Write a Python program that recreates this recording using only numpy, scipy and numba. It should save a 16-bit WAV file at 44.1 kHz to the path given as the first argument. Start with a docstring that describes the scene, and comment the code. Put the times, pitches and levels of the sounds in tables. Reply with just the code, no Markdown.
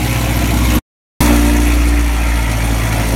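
"""In a garage, microphone close beside the tailpipe of an idling V8, carried round the rear corner.
Each firing pushes a deep boom, rings the exhaust and lets out a puff of rasping, hissing gas.
Unequal cylinders make the idle lope, and the echoes off the walls shift with every step.
The sound cuts out for a moment and comes back louder and smoother, then the idle sags a little."""
import sys
import numpy as np
from scipy import signal
from scipy.fft import rfft, irfft, next_fast_len
from scipy.io import wavfile
from scipy.ndimage import uniform_filter1d
from numba import njit

SR = 44100
rng = np.random.default_rng(int(sys.argv[2]) if len(sys.argv) > 2 else 0)


def materialize(psi):
    """Save the field psi as 16-bit PCM at rate SR to the path in sys.argv[1].

    A 1-D psi becomes a single channel; in a 2-D psi each row is a channel.
    """
    bounded = np.clip(np.atleast_2d(psi).T, -1, 1)
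    quanta = np.round(bounded * 32767).astype(np.int16)
    wavfile.write(sys.argv[1], SR, quanta)


N = 138915

# Idle before and after the gap: start_s, end_s, first_firing_s, lope_db, unevenness (0-1)
STRETCHES = [(-.01, 0.785, .0101, -24.5, 0.4), (1.205, 3.2, 1.2226, -41.5, 0.58)]
# Engine speed: time_s, firing_rate_hz
FIRING_RATE = [(0, 61.33), (0.3, 60.47), (0.5, 61.04), (0.79, 61.11), (1.205, 60.05), (1.38, 58.3),
               (1.72, 58.8), (2.03, 58.48), (2.16, 57.15), (2.35, 58.0), (2.53, 55.39), (2.68, 57.04),
               (2.85, 54.87), (2.97, 55.83), (3.15, 55.97)]
# Cylinders in firing order, at full unevenness: strength_db
CYLINDERS = [-0.5, -1, 2, 0.5, 0.5, 0.5, 3, .5]
# Levels at the microphone: time_s, boom_db, octave_db, ring_db, burble_db, rasp_db, hiss_db
MIC_LEVELS = [(0, -19.9, -21.5, -24, -25, -27.5, -27), (0.15, -20.5, -20, -28.5, -24, -25.5, -27),
              (0.35, -17, -21.5, -24.5, -24, -25.1, -26.5), (0.5, -16.5, -27, -23, -18, -25.6, -27.5),
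              (0.66, -13, -24.5, -28, -21.1, -26, -25.5), (0.78, -14.5, -33.5, -16, -17, -22, -26.0),
              (1.205, -14.5, -19, -23, -9, -18, -19.5), (1.3, -12, -26, -10.5, -27.5, -20.5, -24.5),
              (1.42, -12, -26, -14.5, -26, -23.5, -25.5), (1.55, -12.5, -30.6, -15, -26.5, -24.5, -28.0),
              (1.8, -11, -29.4, -23.5, -27.5, -27, -29.0), (1.98, -11.5, -30.3, -22.0, -29, -28, -30),
              (2.15, -14.5, -32, -32.5, -28.7, -28, -30), (2.35, -13, -30, -26.5, -29, -26.5, -30.5),
              (2.55, -18, -20, -38, -24, -26, -29.5), (2.72, -14.5, -22.5, -23.5, -25.5, -26, -29),
              (2.88, -19.5, -17.5, -42, -23, -24, -28), (3.15, -16, -24.4, -23, -20.5, -26.5, -27)]
# Centre of the pipe ring: time_s, pitch_hz
PIPE_RING = [(0, 280), (1.3, 267.3), (1.55, 270), (1.8, 294), (2.1, 284.5), (2.6, 265.4), (3.15, 263)]
# Exhaust and garage resonances stirred by uneven firings: pitch_hz, width_hz, relative_db
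BURBLE_MODES = [(112, 80, -4.5), (156.8, 32, -2.5), (216.8, 35, 0), (257.4, 22, 1.5), (297.5, 50, -2),
                (400, 120, -16)]
# Spectrum of rasp and clatter, before and after the gap: frequency_hz, relative_db
GAS_BEFORE = [(220, -43), (380, -3), (453, -14.5), (535, -1), (575, -8.5), (678, -2.5), (737, -5.5),
              (834, -3), (915, -6.5), (1100, -4.5), (1240, -10), (1410, -8), (1550, -10.5), (2050, -4.5),
              (2570, -4.5), (3070, -12), (4500, -16), (5850, -41.5), (9900, -120)]
GAS_AFTER = [(220, -32), (380, 2), (409, -34), (430, -3), (463, -8.5), (575, -2), (618, -4.5), (664, -2),
             (860, -5), (934, -2), (1070, -8.5), (1360, -5.5), (1490, -10.5), (2050, -4), (2630, -7),
             (3070, -14), (4500, -13), (5850, -47), (9900, -120)]
# Spectrum of the hiss, before and after the gap: frequency_hz, relative_db
HISS_BEFORE = [(1760, -28), (3000, -0.5), (3600, -4), (3890, -1.5), (5030, -8.5), (5670, -3), (7990, -7.5),
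               (10200, -6), (11300, -5), (12600, -4.5), (15100, -11), (16000, -16.5)]
HISS_AFTER = [(1760, -38), (3000, -21), (3330, 0.5), (3620, -6.5), (4500, -2.5), (4930, -8.5), (5710, -1.5),
              (6430, -3), (7770, -7.5), (9380, -1.5), (10400, -6), (11300, -3), (15100, -11), (16000, -15)]
# Spits of gas that stand out of the hiss: peak_s, pitch_hz, level_db
SPITS = [(.37, 11900, -28), (.65, 11500, -31), (.707, 6600, -32), (.755, 11940, -24), (1.569, 6200, -27),
         (1.672, 2510, -24.5), (1.676, 11300, -28), (1.868, 2170, -25), (1.885, 9500, -33),
         (1.975, 1940, -22), (2.46, 2590, -25), (2.65, 9600, -30.5), (2.87, 2240, -27.5)]

RASP_USUAL_DB, HISS_USUAL_DB, CLATTER_USUAL_DB = -25, -22.5, -26.5
CLATTER_FOLLOWS, TOP_FOLLOWS = 0.53, 0.5  # dB of clatter per dB of rasp; extra top treble per dB of hiss
CUT_S, RETURN_S = 0.0037, 0.00076  # decay into the gap, rise out of it


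def firings(t, phase, unevenness, jitter_s=0.0001, scatter_db=1.17):
    """Times and strengths of the firings: the next cylinder fires at each whole number of phase."""
    number = np.arange(-120, 240)
    early_late, weak_strong = rng.standard_normal((len(number), 2)).T
    times = np.interp(number, phase, t, left=-10, right=10) + jitter_s * early_late
    cylinder_db = unevenness * np.array(CYLINDERS)[number % len(CYLINDERS)]
    return times, undb(cylinder_db + scatter_db * weak_strong)


def exhaust(t, phase, times, sizes, lope_db, ring_lead_s=0.0025):
    """The low voice at the tailpipe: firings boom and ring the pipe; their unevenness makes it burble."""
    boom_db, octave_db, ring_db, burble_db = curve(MIC_LEVELS, t)[:4]
    boom = tone(phase, boom_db) + tone(2 * phase, octave_db) + tone(3 * phase, level_db=-36)
    # beats against the octave every fourth firing, peaking on firing 2
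    lope = tone(2 * phase - (phase - 2) / 4, lope_db)
    blows = pulses(t, times - ring_lead_s, sizes ** 0.7)
    ring = undb(ring_db) * unit(resonate(blows, curve(PIPE_RING, t)[0], width_hz=63.4))
    uneven = pulses(t, times, sizes / sizes.mean() - 1)
    stir = unit(uneven) + 0.18 * rng.standard_normal(len(t))
    modes = sum(undb(db) * resonate(stir, hz, width) for hz, width, db in BURBLE_MODES)
    burble = undb(burble_db) * steadied(modes)
    rumble = undb(-57) * unit(resonate(stir, hz=70, width_hz=41))
    return boom + lope + ring + burble + rumble


def escaping_gas(t, times, sizes, gas_spectrum, hiss_spectrum):
    """The high voice: rasp, clatter and hiss leave the tailpipe one after the other at each firing."""
    rasp_db, hiss_db = curve(MIC_LEVELS, t)[4:]
    clatter_db = CLATTER_USUAL_DB + CLATTER_FOLLOWS * (rasp_db - RASP_USUAL_DB)
    rasp = puffs(t, times + 0.001, sizes, decay_s=0.0074, scatter_db=3, steady=3.3,
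                 grain_db=-0.8, knock_db=-5, room_db=4)
    clatter = puffs(t, times + 0.0022, sizes, decay_s=0.0069, scatter_db=2, steady=1.2,
                    grain_db=1.15, knock_db=-8.5, room_db=0.5)
    hiss = puffs(t, times + 0.0031, sizes, decay_s=0.012, scatter_db=2.5, steady=1.3,
                 grain_db=0.8, knock_db=-21, room_db=-10.5)
    rasp = colour(flutter(rasp, depth_db=1.5, frame=1024), gas_spectrum, lo_hz=370, hi_hz=1550)
    clatter = colour(flutter(clatter, depth_db=2, frame=640), gas_spectrum, lo_hz=1550, hi_hz=3600)
    hiss = colour(flutter(hiss, depth_db=1.5, frame=192), hiss_spectrum, lo_hz=3000, hi_hz=17000)
    top = signal.sosfiltfilt(signal.butter(2, 11000, "high", fs=SR, output="sos"), hiss)
    top_gain = undb(TOP_FOLLOWS * (hiss_db - HISS_USUAL_DB))  # stronger hiss is brighter
    hiss = hiss + (top_gain - 1) * top
    return undb(rasp_db) * rasp + undb(clatter_db) * clatter + undb(hiss_db) * hiss


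def puffs(t, times, sizes, decay_s, scatter_db, steady, grain_db, knock_db, room_db):
    """Each firing adds a grainy puff to a steady flow of gas; its knock and the gas echo off the walls."""
    scatter = undb(scatter_db * np.clip(rng.standard_normal(len(times)), -2, 2))
    kicks = pulses(t, times, sizes * scatter)
    decay = np.exp(-np.arange(SR // 10) / SR / decay_s)
    flow = steady + unit(signal.fftconvolve(kicks, decay)[:len(t)])
    grains = np.repeat(undb(grain_db * rng.standard_normal(len(t) // 24 + 1)), 24)[:len(t)]
    gas = unit(flow * grains * rng.standard_normal(len(t)))
    knock = unit(garage(pulses(t, times, sizes), t, t60_s=0.2))
    return gas + undb(knock_db) * knock + undb(room_db) * garage(gas, t, t60_s=0.56)


def flutter(x, depth_db, frame):
    """Narrow patches of the spectrum briefly swell and fade on their own."""
    spectrum = signal.stft(x, nperseg=frame)[2]
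    blur = np.outer(np.hanning(9), np.hanning(9))
    patches = signal.fftconvolve(rng.standard_normal(spectrum.shape), blur, "same")
    return signal.istft(spectrum * undb(depth_db * unit(patches)), nperseg=frame)[1][:len(x)]


def spits(t, half_length_s=0.011):
    """Escaping gas spits in short swells of narrow-band noise."""
    out = 0
    for peak_s, hz, db in SPITS:
        swell = np.exp(-((t - peak_s) / half_length_s) ** 2)
        band = unit(resonate(rng.standard_normal(len(t)), hz, width_hz=0.23 * hz))
        out += undb(db) * swell * band
    return out


def garage(x, t, t60_s, step_s=0.2983):
    """Echoes off the walls, fading from one pattern to the next as the microphone moves a step."""
    out = np.zeros(len(x) + SR)
    age = np.arange(SR // 3) / SR
    for centre_s in np.arange(-1, 14) * step_s:
        near = np.flatnonzero(abs(t - centre_s) < step_s)
        tail = rng.standard_normal(len(age)) * np.exp(-np.log(1000) * age / t60_s)
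        if len(near):
            crossfade = np.cos(np.pi / 2 * (t[near] - centre_s) / step_s)
            echo = signal.fftconvolve(x[near] * crossfade, tail / np.linalg.norm(tail))
            out[near[0]:near[0] + len(echo)] += echo
    return out[:len(x)]


def pulses(t, times, sizes):
    """One click for each firing."""
    out = np.zeros(len(t))
    at = np.round((times - t[0]) * SR).astype(int)
    inside = (at >= 0) & (at < len(t))
    np.add.at(out, at[inside], sizes[inside])
    return out


def tone(cycles, level_db):
    """A cosine at the given rms level."""
    return np.sqrt(2) * undb(level_db) * np.cos(2 * np.pi * cycles)


def colour(x, spectrum, lo_hz, hi_hz):
    """Shape a sound with one band of a spectrum, at rms 1."""
    f = np.maximum(np.fft.rfftfreq(len(x), 1 / SR), 1)
    hz, db = np.array(spectrum, float).T
    band = 1 / np.sqrt((1 + (lo_hz / f) ** 20) * (1 + (f / hi_hz) ** 20))
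    shape = undb(np.interp(np.log(f), np.log(hz), db))
    return unit(irfft(rfft(x) * band * shape, len(x)))


def resonate(x, hz, width_hz):
    """A steep resonance: the band-pass applied twice."""
    centre_hz = hz * np.ones(len(x))
    once = bandpass(x, centre_hz, float(width_hz))
    return bandpass(once, centre_hz, float(width_hz))


@njit
def bandpass(x, hz, width_hz):
    """State-variable band-pass with a moving centre."""
    out, band_state, low_state = np.empty(len(x)), 0., 0.
    for i in range(len(x)):
        tuning, damping = np.tan(np.pi * hz[i] / SR), width_hz / hz[i]
        band = (band_state + tuning * (x[i] + 1e-18 - low_state)) / (1 + tuning * (tuning + damping))
        band_state = 2 * band - band_state
        low_state += 2 * tuning * band
        out[i] = damping * band
    return out


def steadied(x, window_s=0.04):
    """Hold the running level at rms 1, so that the sound putters evenly."""
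    return x / np.sqrt(uniform_filter1d(x ** 2, int(window_s * SR)) + 1e-12)


def curve(table, t):
    """Every column of a table, joined by straight lines in time."""
    times, *columns = np.array(table, float).T
    return [np.interp(t, times, column) for column in columns]


def undb(db):
    """Decibels to gain."""
    return 10 ** (np.asarray(db) / 20)


def unit(x):
    """Scale to rms 1."""
    return x / np.sqrt(np.mean(x ** 2))


def scene():
    """One microphone by the tailpipe: two stretches of idle with silence between."""
    lead = next_fast_len(N + SR // 5) - N  # the engine is already running at the start
    t = np.arange(-lead, N) / SR
    spectra = [(GAS_BEFORE, HISS_BEFORE), (GAS_AFTER, HISS_AFTER)]
    firing_count = np.cumsum(curve(FIRING_RATE, t)[0]) / SR
    out = 0
    for (start_s, end_s, first_firing_s, lope_db, unevenness), pair in zip(STRETCHES, spectra):
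        phase = firing_count - np.interp(first_firing_s, t, firing_count)
        times, sizes = firings(t, phase, unevenness)
        fade_in = np.clip((t - start_s) / RETURN_S + 0.5, 0, 1)
        fade_out = np.exp(-np.maximum(t - end_s, 0) / CUT_S)
        engine = exhaust(t, phase, times, sizes, lope_db) + escaping_gas(t, times, sizes, *pair)
        out += fade_in * fade_out * engine
    return (out + spits(t))[None, lead:]


def record(dry):
    """The microphone signal clips at full scale and loses its top above 15.9 kHz."""
    lowpass = signal.ellip(10, 0.2, 80, 15900, fs=SR, output="sos")
    return signal.sosfilt(lowpass, np.clip(dry, -1, 1))


dry = scene()
out = record(dry)
materialize(out)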